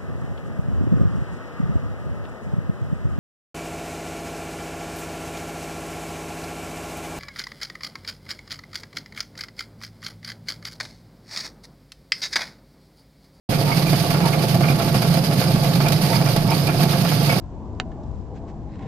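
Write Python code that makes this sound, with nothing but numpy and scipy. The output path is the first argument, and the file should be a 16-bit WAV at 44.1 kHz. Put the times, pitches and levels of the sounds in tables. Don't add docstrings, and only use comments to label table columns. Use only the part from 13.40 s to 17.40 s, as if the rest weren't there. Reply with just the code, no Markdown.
import sys
import numpy as np
from scipy import signal
from scipy.fft import rfft, irfft
from scipy.io import wavfile

SR = 44100
rng = np.random.default_rng(int(sys.argv[2]) if len(sys.argv) > 2 else 0)


def store_wav(level_fs):
    pcm = np.round(np.clip(np.atleast_2d(level_fs), -1, 1) * 32767)
    wavfile.write(sys.argv[1], SR, pcm.T.astype(np.int16))


N = 176400
TIME, FREQ = np.arange(N) / SR, np.maximum(np.arange(N // 2 + 1) * SR / N, 1)


def from_db(db):
    return 10 ** (np.asarray(db) / 20)


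def unit_rms(x):
    return x / np.sqrt(np.mean(x ** 2) + 1e-20)


def per_hz(points):
    hz, value = np.transpose(points)
    return np.interp(np.log(FREQ), np.log(hz), value)


def shape(x, gain):
    return irfft(rfft(x) * gain, N)


def above(hz, order=4):
    return 1 / np.sqrt(1 + (hz / FREQ) ** (2 * order))


def below(hz, order):
    return 1 - above(hz, order) ** 2


def drift(rate_hz):
    return unit_rms(shape(rng.standard_normal(N), below(rate_hz, order=1)))


def clicks(per_s, spread_db):
    size = from_db(spread_db * np.minimum(rng.exponential(1, N), 4))
    return (rng.random(N) < per_s / SR) * size * rng.choice([-1, 1], N)


def strikes(times, db):
    out = np.zeros(N)
    np.add.at(out, np.clip(np.int64(times * SR), 0, N - 1), from_db(db))
    return out


def resonate(x, modes):
    out = 0
    for k, (hz, width, db) in enumerate(modes):
        r = np.exp(-np.pi * width / SR)
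        ring = signal.lfilter([1, 0, -1], [1, -2 * r * np.cos(2 * np.pi * hz / SR), r * r], x + 1e-18)
        out = out + (-1) ** k * from_db(db) * (1 - r * r) / 2 * ring
    return out


def fade(x, seconds):
    return signal.lfilter([1], [1, -np.exp(-1 / (seconds * SR))], x + 1e-18)


def scatter(x, seconds):
    return np.sqrt(fade(x ** 2, seconds / 2)) * rng.standard_normal((2, N))


# f/Hz, likeness/0-1
LIKENESS = [(25,0.97),(130,0.59),(280,0.46),(500,0.79),(750,0.33),(1200,0.11)]
def blend(pair):
    alike = np.sqrt(np.clip(per_hz(LIKENESS), 0, 1)) * below(880, order=2)
    mid = shape(pair[0], np.sqrt((1 + alike) / 2))
    side = shape(pair[1], np.sqrt((1 - alike) / 2))
    return mid + side * [[1], [-1]]


# f/Hz, width/Hz, level/dB (relative, in all tables)
DRUM_MODES = [(107.3, 22, -5.5), (137.4, 6.7, -2), (153.5, 14.6, -6), (170.6, 18.8, -4.5), (202.2, 21, -10)]
# t/s, level/dB
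LANDINGS = [(0.093,-0.5),(0.378,2.5),(0.967,-11),(1.157,1.5),(1.301,4.5),(1.567,2),(1.61,0),(1.99,4.5),(2.147,5),(2.781,2),(3.049,0),(3.437,3.5)]
def boom():
    times, db = np.transpose(LANDINGS)
    softness = above(128) * below(277, order=2)
    thuds = shape(clicks(per_s=290, spread_db=.5), softness)
    landings = shape(strikes(times, db + 6.5), softness)
    ring = resonate(thuds, DRUM_MODES) + sum(resonate(landings, [mode]) for mode in DRUM_MODES)
    return from_db(-23) * unit_rms(ring)


# multiple of the shaft rate, level/dB
HUM_HARMONICS = [(5, -31), (6, -24.5), (7, -29)]
# f/Hz, level/dB
HOUSING_RUMBLE = [(21,4.5),(52,-16.5),(76,-5),(160,3),(420,-4),(850,-12),(2000,-20.5)]
def motor(shaft_hz=24.12):
    turns = np.cumsum(shaft_hz * (1 + 0.0122 * drift(3.83))) / SR
    hum = 0
    for multiple, db in HUM_HARMONICS:
        amplitude = np.sqrt(2) * from_db(db + 2.5 * drift(26))
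        hum = hum + amplitude * np.sin(2 * np.pi * multiple * turns + .5 * drift(2.8))
    colour = from_db(per_hz(HOUSING_RUMBLE)) * above(23) * below(1640, order=4)
    rumble = shape(blend(rng.standard_normal((2, N))), colour)
    return hum + from_db(-27.5) * unit_rms(rumble)


# f/Hz, level/dB
WET_GRIT = [(1500,-2),(1950,-3.5),(2330,-1),(3150,-3),(4260,-1),(4640,2.5),(5080,.3),(5750,-9),(6200,-6.5),(7630,-18),(8800,-9),(14200,-7)]
def wet_hiss(x):
    return unit_rms(shape(x, from_db(per_hz(WET_GRIT)) * above(930, order=3)))


def spray():
    return from_db(-40) * wet_hiss(rng.standard_normal((2, N)))


def spatter(q=65):
    pitches = np.geomspace(2000, 13000, 24)
    drops = clicks(per_s=1600, spread_db=2) * rng.standard_normal((2, N))
    choice = rng.integers(0, len(pitches), N)
    return sum(resonate(drops * (choice == k), [(hz, hz / q, 0)]) for k, hz in enumerate(pitches))


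def squeaks(width_hz=60):
    pitches = np.geomspace(4400, 5140, 6)
    slips = clicks(per_s=90, spread_db=4.5)
    choice = rng.integers(0, len(pitches), N)
    return sum(resonate(scatter(slips * (choice == k), seconds=.008), [(hz, width_hz, 0)])
               for k, hz in enumerate(pitches))


LULLS = [0.178, 0.448, 1.185, 1.518, 1.6, 1.812, 1.879, 1.963, 2.388, 2.599, 3.05]
def wall_contact(dip_db=-4.5, half_width_s=0.016):
    return from_db(dip_db * sum(np.exp(-((TIME - t) / half_width_s) ** 2) for t in LULLS))


# t/s, level/dB
GRINDING = [(0.1,-28.5),(0.6,-27.5),(0.95,-30.5),(1.06,-29),(1.24,-29.5),(1.45,-27.5),(2.3,-27),(3.02,-28.5),(3.45,-26.5),(4.0,-26)]
# t/s, level/dB, release/s
SCRAPES = [(0.255,-33,0.025),(0.366,-23,0.032),(0.421,-19.5,0.014),(0.492,-20.5,0.041),(0.633,-27,0.035),(0.70,-19,0.022),(0.854,-18,0.012),(1.019,-21.5,0.024),(1.08,-22,0.063),(1.143,-14,0.0071),(1.416,-22,0.032),(1.48,-19,0.01),(1.545,-21.5,0.051),(1.618,-17,0.011),(1.698,-27,0.05),(1.836,-22.5,0.054),(1.93,-19.5,0.0062),(2.036,-18,0.013),(2.232,-19.5,0.0092),(2.352,-21,0.028),(2.483,-7,0.0045),(2.519,-11.5,0.01),(2.614,-21,0.072),(2.731,-21.5,0.018),(2.754,-17,0.01),(2.884,-20,0.032),(2.961,-12,0.0079),(3.099,-23.5,0.054),(3.178,-22,0.016),(3.268,-13.5,0.0065),(3.55,-45,0.014),(3.725,-25,0.012),(3.86,-19,0.019)]
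def rasp(attack_s=0.0031):
    grinding_db = np.interp(TIME, *np.transpose(GRINDING)) - 2.5 + 1.93 * drift(20)
    power = (wall_contact() * from_db(grinding_db)) ** 2 + slap_power()
    for t, db, release_s in SCRAPES:
        age = np.clip(TIME - t, 0, 1)
        scrape = from_db(db - 3.5) * (1 - np.exp(-age / attack_s)) * np.exp(-age / release_s)
        power = power + scrape ** 2
    snaps = wet_hiss(scatter(clicks(per_s=13000, spread_db=2.5), seconds=0.0019))
    drops = from_db(-8) * wet_hiss(spatter())
    slips = from_db(-12.5) * unit_rms(squeaks())
    return np.sqrt(power) * (snaps + drops + slips)


# f/Hz, width/Hz, level/dB
WALL_MODES = [(280, 142, -4), (529.7, 17.4, 3), (675.8, 59, 2), (752, 66, 1), (786, 100, -2),
              (889.3, 46, -5.5), (1114.6, 31, -11), (1203, 31, -14.5)]
# f/Hz, width/Hz, level/dB
RIM_MODES = [(1106, 120, 2.5), (1377, 102, 4.5), (1670, 210, -3.5), (2176, 90, 2), (2386, 80, 3.5),
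             (2900, 790, -9)]
# t/s, knock level/dB, clack level/dB
WALL_HITS = [(0.123,-20,-26.5),(0.53,-11,-29),(0.636,-17,-49),(0.707,-26,-33),(0.743,-16,-27.5),(0.804,-14,-28),(0.86,-14.5,-32),(0.929,-18.5,-25.5),(1.039,-13.5,-42),(1.144,-15.5,-35),(1.209,-14,-33),(1.232,-29,-24),(1.254,-23,-36),(1.283,-19,-38),(1.305,-15,-30),(1.398,-19,-28),(1.477,-16.5,-33),(1.544,-12,-27),(1.621,-19,-28.5),(1.652,-23,-40),(1.774,-17.5,-48),(1.912,-18.5,-32),(2.014,-16,-29),(2.244,-18.5,-50),(2.404,-14,-26.5),(2.463,-14,-27),(2.728,-22,-29),(2.814,-13,-34),(2.861,-16,-28),(2.963,-13.5,-33),(3.118,-14,-39),(3.289,-15.5,-26.5),(3.345,-20,-37),(3.406,-17,-29),(3.531,-17.5,-26.5),(3.65,-15.5,-29),(3.718,-13,-30),(3.892,-17,-33),(3.925,-15.5,-28)]
def knocks(spot_spread_db=1):
    times, knock_db, clack_db = np.transpose(WALL_HITS)
    wall_db, rim_db = knock_db + 36, clack_db + 13
    spot_db = spot_spread_db * rng.standard_normal((len(times), len(WALL_MODES)))
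    ring = sum((-1) ** k * resonate(strikes(times, wall_db + spot_db[:, k]), [mode])
               for k, mode in enumerate(WALL_MODES))
    chatter = 0.046 * blend(scatter(strikes(times, wall_db), seconds=0.009))
    clacks = blend(scatter(strikes(times, rim_db), seconds=0.024))
    return ring + resonate(chatter, WALL_MODES) + resonate(clacks, RIM_MODES)


def slap_power(decay_s=0.003):
    times, knock_db, _ = np.transpose(WALL_HITS)
    return fade(strikes(times, knock_db - 13) ** 2, decay_s / 2)


def bumps():
    hits = clicks(per_s=340, spread_db=2)
    reflections = .12 * blend(scatter(hits, seconds=0.001))
    return from_db(-29) * wall_contact() * unit_rms(resonate(hits + reflections, WALL_MODES))


# t/s, length/s, level/dB
RATTLES = [(0.24,.12,-27.5),(0.823,0.073,-27),(2.425,0.077,-35),(2.692,0.13,-27.5),(3.066,0.094,-27.5),(3.852,0.084,-37)]
# f/Hz, width/Hz, level/dB
RATTLE_MODES = [(905.5, 15, 14.5), (1263, 104, -1), (2233, 87, -3.5)]
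def rattles():
    swell = sum(from_db(db) * np.sin(np.pi * np.clip((TIME - t) / length, 0, 1))
                for t, length, db in RATTLES)
    contacts = blend(scatter(clicks(per_s=670, spread_db=1.5), seconds=0.00055))
    return swell * unit_rms(resonate(contacts, RATTLE_MODES))


# t/s, level/dB, f/Hz
GLANCES = [(0.314, -18, 2200), (0.4599, -24.5, 2400), (1.283, -21, 2350), (2.4555, -22, 2400),
           (3.1153, -25, 2400), (3.272, -24, 2400), (3.894, -16, 2245)]
def glances(width_hz=91):
    out = 0
    for t, db, hz in GLANCES:
        skid = scatter(strikes(t, db + 7), seconds=0.023)
        out = out + resonate(skid, [(hz, width_hz, 10)]) + from_db(-6) * resonate(skid, RIM_MODES)
    return out


# f/Hz, left minus right level/dB
BALANCE = [(100,-4.6),(700,-3.7),(1800,-5.5),(2400,-8),(3800,-8.5),(4750,-14),(5850,-1),(7700,-11),(8500,-2),(9400,-2),(11500,-14.5)]
def scene(left_lag_s=.0001):
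    sources = boom() + motor() + knocks() + bumps() + glances() + rattles() + rasp() + spray()
    left_gain = from_db(per_hz(BALANCE))
    left_delay = np.exp(-2j * np.pi * FREQ * left_lag_s)
    equal_power = np.sqrt(2 / (1 + left_gain ** 2))
    return shape(sources, np.array([left_gain * left_delay, np.ones_like(FREQ)]) * equal_power)


def record(dry, start_s=0.0894, rise_s=0.0055, cutoff_hz=14250):
    onset = np.clip((TIME - start_s) / rise_s, 0, 1)
    rounded = 1.29 * np.tanh(dry / 1.112)
    return signal.sosfilt(signal.ellip(12, .1, 90, cutoff_hz, fs=SR, output="sos"), rounded * onset)


dry = scene()
out = record(dry)
store_wav(out)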